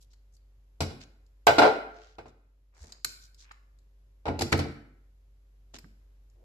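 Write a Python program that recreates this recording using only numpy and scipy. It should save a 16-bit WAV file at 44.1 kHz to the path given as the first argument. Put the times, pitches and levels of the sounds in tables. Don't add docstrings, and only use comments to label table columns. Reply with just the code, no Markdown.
import sys
import numpy as np
from scipy import signal
from scipy.fft import rfft, irfft
from scipy.io import wavfile
from scipy.ndimage import uniform_filter1d

SR = 44100
rng = np.random.default_rng(int(sys.argv[2]) if len(sys.argv) > 2 else 0)


def to_wav(s):
    ch = np.atleast_2d(s).T
    pcm = np.round(np.clip(ch, -1, 1) * 32767)
    wavfile.write(sys.argv[1], SR, pcm.astype(np.int16))


N = 284004

# frequency in Hz, side against mid in dB.
WIDTH_DB = [(60, -21), (150, -17), (330, -10.5), (700, -3), (1300, 2), (12000, -1.5)]


def amp(db):
    return 10 ** (np.asarray(db) / 20)


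def unit(x):
    return x / np.sqrt(np.mean(x ** 2) + 1e-20)


def read(points, hz):
    f, value = np.transpose(points)
    return np.interp(np.log(hz + 1), np.log(f + 1), value)


def add(mix, start_s, sound):
    part = mix[:, max(round(start_s * SR), 0):][:, :sound.shape[1]]
    part += sound[:, :part.shape[1]]


def freqs(size):
    return np.fft.rfftfreq(size, 1 / SR)


def band(hz, low_hz, high_hz):
    return 1 / np.sqrt((1 + (low_hz / (hz + 1)) ** 8) * (1 + (hz / high_hz) ** 8))


def noise(gain):
    size = 2 * (len(gain) - 1)
    width = amp(read(WIDTH_DB, freqs(size)))
    mid, side = rfft(rng.standard_normal((2, size))) * gain
    side = side * width
    return unit(irfft(np.array([mid + side, mid - side]) / np.sqrt(1 + width ** 2)))


def onset(x, rise_s):
    return x * (1 - np.exp(-np.arange(x.shape[1]) / SR / rise_s))


def die_away(x, t60_table, bands=8):
    size = x.shape[1]
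    t, spectrum = np.arange(size) / SR, rfft(x)
    centres_hz = np.geomspace(100, 12800, bands)
    shares = [read(list(zip(centres_hz, row)), freqs(size)) for row in np.eye(bands)]
    return sum(irfft(spectrum * share) * np.exp(-np.log(1000) * t / read(t60_table, hz))
               for hz, share in zip(centres_hz, shares))


def ripple(hz, spacing_hz):
    heights = rng.standard_normal(400)
    peaks = unit(np.interp(hz / spacing_hz, np.arange(len(heights)), heights))
    return peaks * hz ** 2 / (hz ** 2 + 1500 ** 2)


def background(waver=0.0055, air_db=-79, rumble_db=-72):
    # frequency in Hz, rms level before the swell in dB.
    partials = [(48.4, -57.5), (96.9, -86), (285.3, -88.5), (403.7, -87.5), (538.3, -90), (646.0, -103)]
    # frequency in Hz, relative density in dB.
    air_shape = [(65, -32.5), (110, -12.5), (221, -14), (536, -18), (594, -17.5), (8610, -30.5),
                 (12500, -28.5), (15000, -56)]
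    # time in seconds, gain in dB.
    swell = [(0, 0), (1.4, 0), (2.0, -1), (2.5, -4), (2.9, -3), (3.2, 0), (5.4, 0), (5.9, 2), (6.44, 1)]
    t = np.arange(N) / SR
    drift = np.interp(t, np.linspace(0, t[-1], 40), rng.standard_normal(40))
    clock_s = np.cumsum(1 + waver * drift) / SR
    hum = sum(np.sqrt(2) * amp(db) * np.sin(2 * np.pi * (hz * clock_s + rng.random()))
              for hz, db in partials)
    air = amp(air_db) * noise(amp(read(air_shape, freqs(N))))
    rumble = amp(rumble_db) * noise(band(freqs(N), low_hz=45, high_hz=102))
    return (hum + air + rumble) * amp(np.interp(t, *np.transpose(swell)))


def rubs(grain_db=4, size=16384):
    # start in seconds, length in seconds, level in dB, low and high edge in Hz.
    strokes = [(0.0, .055, -63.5, 2980, 11300), (0.1, .05, -67.5, 3180, 6950),
               (0.317, .066, -71, 5060, 8650), (0.999, .052, -51, 1310, 7000),
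               (1.879, .3, -63.5, 900, 6400), (2.253, 0.061, -68.5, 1200, 8030),
               (2.737, 0.23, -60, 3770, 8200), (2.716, 0.31, -63.5, 350, 2443),
               (3.201, .083, -59, 3900, 7300), (3.373, 0.088, -56, 3510, 7200),
               (3.384, 0.21, -65, 964, 2900), (4.519, .016, -27, 1510, 9720),
               (4.564, .046, -45.5, 2980, 12140), (5.734, 0.044, -48.5, 891, 7500),
               (6.336, .22, -66.5, 229.5, 700)]
    out, t = np.zeros((2, N)), np.arange(size) / SR
    for start_s, length_s, db, low_hz, high_hz in strokes:
        roughness = unit(uniform_filter1d(rng.standard_normal(size), size=130))
        slips = unit(amp(grain_db * roughness))
        swell = np.sin(np.pi * np.minimum(t / length_s, 1))
        gain = band(freqs(size), low_hz, high_hz)
        friction = unit(irfft(rfft(noise(gain) * slips) * np.sqrt(gain)))
        add(out, start_s, amp(db) * swell * friction)
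    return out


def clicks(ripple_db=2.2, size=4096):
    # start in seconds, level in dB, low and high edge in Hz.
    snaps = [(0.134, -56, 800, 8000), (0.367, -62.5, 3000, 12000), (1.013, -45.5, 1400, 6440),
             (1.264, -64, 4600, 8500), (1.468, -20, 4978, 13000), (2.922, -37, 3370, 7210),
             (3.046, -18, 1190, 11500), (3.345, -52, 3440, 9180), (3.511, -39, 890, 2380),
             (3.517, -50, 400, 8500), (3.787, -63.5, 3000, 8040), (4.392, -28.5, 2200, 10000),
             (4.4194, -20.5, 1390, 9000), (4.5267, -12, 1400, 2380), (5.786, -41, 702, 11100),
             (5.843, -52, 900, 1840), (6.299, -67.5, 5490, 8030)]
    # frequency in Hz, relative density in dB.
    edge_shape = [(300, -10.5), (1200, -2), (2000, -3.5), (3000, -7), (3450, -14), (3950, 3), (5300, 2.5),
                  (5900, -11), (6700, 1), (7600, 0), (9000, -7.5), (12000, -4), (15000, -7)]
    # frequency in Hz, T60 in seconds.
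    edge_t60 = [(500, .03), (2000, 0.034), (5000, 0.021), (12000, 0.039)]
    out, hz = np.zeros((2, N)), freqs(size)
    for start_s, db, low_hz, high_hz in snaps:
        shape_db = read(edge_shape, hz) + ripple_db * ripple(hz, spacing_hz=330)
        tick = noise(amp(shape_db) * band(hz, low_hz, high_hz))
        add(out, start_s, amp(db) * onset(die_away(tick, edge_t60), rise_s=0.0004))
    return out


def chatter(count, length_s, last_db, spread=1.3, last_brightness=0.75):
    progress = np.linspace(0, 1, round(count))
    return zip(length_s * progress ** spread, last_db * progress ** 2, last_brightness ** progress)


def contact(hz, low_hz, high_hz):
    return 1 / np.sqrt((1 + (low_hz / (hz + 1)) ** 6) * (1 + (hz / high_hz) ** 3.8))


def ring(modes, low_hz, high_hz, detune=0.005, scatter_db=1.5, size=24000):
    hz, db, t60_s = np.transpose(modes)[:, :, None]
    t = np.arange(size) / SR
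    scatter, grip, place = rng.standard_normal((3, len(hz), 1))
    hz = hz * (1 + detune * grip)
    strength = amp(db + scatter_db * scatter) * contact(hz, low_hz, high_hz)
    waves = strength * np.exp((2j * np.pi * hz - np.log(1000) / t60_s) * t)
    skew_rad = (np.arctan(amp(read(WIDTH_DB, hz))) * place)[:, 0]
    return (np.exp(1j * np.array([skew_rad, -skew_rad])) @ waves).imag


def knocks(ripple_db=3.5, size=8192):
    # start in seconds, contact count, chatter length in seconds, clack in dB, ring and thump
    # in dB re clack, last contact in dB re first, low edge in Hz, first contact's high edge in Hz.
    blows = [(0.8053, 2, 0.014, -22, -21.5, -3, -7.5, 200, 7000), (0.904, 1, 0, -46.5, -3, 8, 0, 200, 4000),
             (1.4689, 4, .0354, -9.5, -5, -19.5, -14.5, 536, 2600),
             (1.583, 3, .0085, -11.5, -5.5, -23, -0.5, 369, 2900),
             (1.618, 7, 0.058, -14, -4, -34.5, -7, 449.5, 2182),
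             (2.184, 1, 0, -36, -12, -11, 0, 397.4, 2100), (2.257, 2, 0.012, -43, -34, -8, -15, 296, 1400),
             (2.837, 1, 0, -57.5, -3, 5.5, 0, 193, 500), (3.048, 1, 0, -53.5, -14.5, 2, 0, 198, 700),
             (4.2552, 3, 0.026, -29.5, -13, -6.5, 7, 291, 2100), (4.305, 1, 0, -29, -9, 0.5, 0, 400, 800),
             (4.39, 1, 0, -30.5, -23, -3, 0, 200, 4000),
             (4.409, 2, .0093, -24.5, -37, -1.5, -2.5, 144, 8000),
             (4.5234, 3, .0225, -22, -12, 2, -11, 121, 4200),
             (4.591, 2, .006, -26.5, -12, 2, -7, 120, 5000), (4.653, 1, 0, -36.5, -25, 9, 0, 120, 500),
             (5.738, 2, 0.0026, -50.5, -20, -2, 0, 148.3, 1200),
             (5.842, 1, 0.0029, -58, -13, -2, -4, 151, 249)]
    # frequency in Hz, relative density in dB.
    wall_shape = [(100, -20), (250, -3), (450, -7), (800, 4), (1150, -8.5), (1480, -8), (1730, -16.5),
                  (2050, -11.5), (2700, -14), (4000, -9.5), (6000, -18), (8000, -16), (12000, -19.5),
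                  (15000, -34)]
    # frequency in Hz, T60 in seconds.
    wall_t60 = [(200, 0.37), (800, 0.048), (1600, 0.14), (4000, 0.057), (12000, 0.15)]
    # frequency in Hz, relative level in dB, T60 in seconds.
    cup_modes = [(321, -7, .2), (358, -10, .18), (434, 2, .2), (489, -4, .14), (519, -4, .16),
                 (594, -5, .18), (688, -3, .2), (745, -4, .14), (780, -3, .22), (854, -4, .18),
                 (927, -7, .16), (1010, -9, .14), (1385, -5, .1), (1413, -7, .1), (1473, -9, .1),
                 (1530, -6, .12), (2035, -12, .08), (2500, -13, .07), (2815, -13, .07), (3101, -11, .06),
                 (3289, -11, .06), (3500, -11, .06), (3962, -10, .05), (4549, -10, .05)]
    worktop_modes = [(74, -10, .2), (87, -2, .26), (121, -8, .2), (138, -6, .24), (219, -10, .18),
                     (247, -8, .22), (288, -9, .15), (339, -6, .15), (451, -9, .2)]
    out, hz = np.zeros((2, N)), freqs(size)
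    wall_db = read(wall_shape, hz) + ripple_db * ripple(hz, spacing_hz=120)
    for start_s, count, length_s, clack_db, ring_db, thump_db, last_db, low_hz, first_hz in blows:
        for delay_s, db, brightness in chatter(count, length_s, last_db):
            force, high_hz = amp(clack_db + db), first_hz * brightness
            wall = noise(amp(wall_db) * contact(hz, low_hz, high_hz))
            clack = onset(die_away(wall, wall_t60), rise_s=0.00055)
            cup = amp(ring_db) * onset(ring(cup_modes, low_hz, high_hz), rise_s=0.0015)
            thump = amp(thump_db) * onset(ring(worktop_modes, 0, high_hz), rise_s=0.0048)
            for sound in (clack, cup, thump):
                add(out, start_s + delay_s, force * sound)
    return out


def hand_bumps():
    # start in seconds, length in seconds, level in dB, frequency in Hz.
    bumps = [(2.804, 0.05, -42.5, 69.6), (5.835, .025, -49, 157)]
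    out = np.zeros((2, N))
    for start_s, length_s, db, hz in bumps:
        t = np.arange(0, length_s, 1 / SR)
        swell = np.sin(np.pi * t / length_s)
        add(out, start_s, amp(db) * swell * np.sin(2 * np.pi * hz * t)[None])
    return out


def echo(x, size=32768):
    # frequency in Hz, T60 in seconds.
    room_t60 = [(100, 0.5), (300, 0.58), (800, 0.6169), (2000, 0.6951), (5000, 0.34), (12000, 0.58)]
    # frequency in Hz, echo gain in dB.
    room_db = [(80, -7), (250, -1), (700, -10), (2000, -9.5), (5000, -6), (12000, -11)]
    hz, t = freqs(size), np.arange(size) / SR
    decay = die_away(rng.standard_normal((2, size)), room_t60)
    spectrum = rfft(onset(decay, rise_s=0.0025))
    smooth_power = uniform_filter1d(abs(spectrum) ** 2, size=90, axis=1)
    spectrum *= amp(read(room_db, hz)) / np.sqrt(smooth_power + 1e-9)
    spectrum[1] *= amp(read(WIDTH_DB, hz))
    end_fade = np.clip(4 * (1 - t / t[-1]), 0, 1) ** 4
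    mid, side = signal.fftconvolve(x, irfft(spectrum) * end_fade, axes=1)[:, :N]
    return np.array([mid + side, mid - side]) / np.sqrt(2)


def kitchen(x, crossfade_hz=4):
    crossfade_rad = 2 * np.pi * crossfade_hz * np.arange(N) / SR
    return echo(x * np.cos(crossfade_rad)) + echo(x * np.sin(crossfade_rad))


def scene(click_send_db=-1, rub_send_db=-7):
    blows, ticks, slides = knocks(), clicks(), rubs()
    room = kitchen(blows + amp(click_send_db) * ticks + amp(rub_send_db) * slides)
    return blows + ticks + slides + hand_bumps() + room + background()


def record(dry, cutoff_hz=15200):
    # frequency in Hz, gain in dB.
    microphone_db = [(20, -10), (45, 0), (7600, 0), (8400, -7), (9700, -6), (10600, -1), (12000, -1),
                     (12700, 3), (13400, -7), (15000, -16)]
    coloured = irfft(rfft(dry) * amp(read(microphone_db, freqs(N))), N)
    low_pass = signal.firwin(255, cutoff_hz, window=("kaiser", 9), fs=SR)
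    return signal.oaconvolve(np.clip(coloured, -1, 1), low_pass[None], "same", axes=1)


dry = scene()
out = record(dry)
to_wav(out)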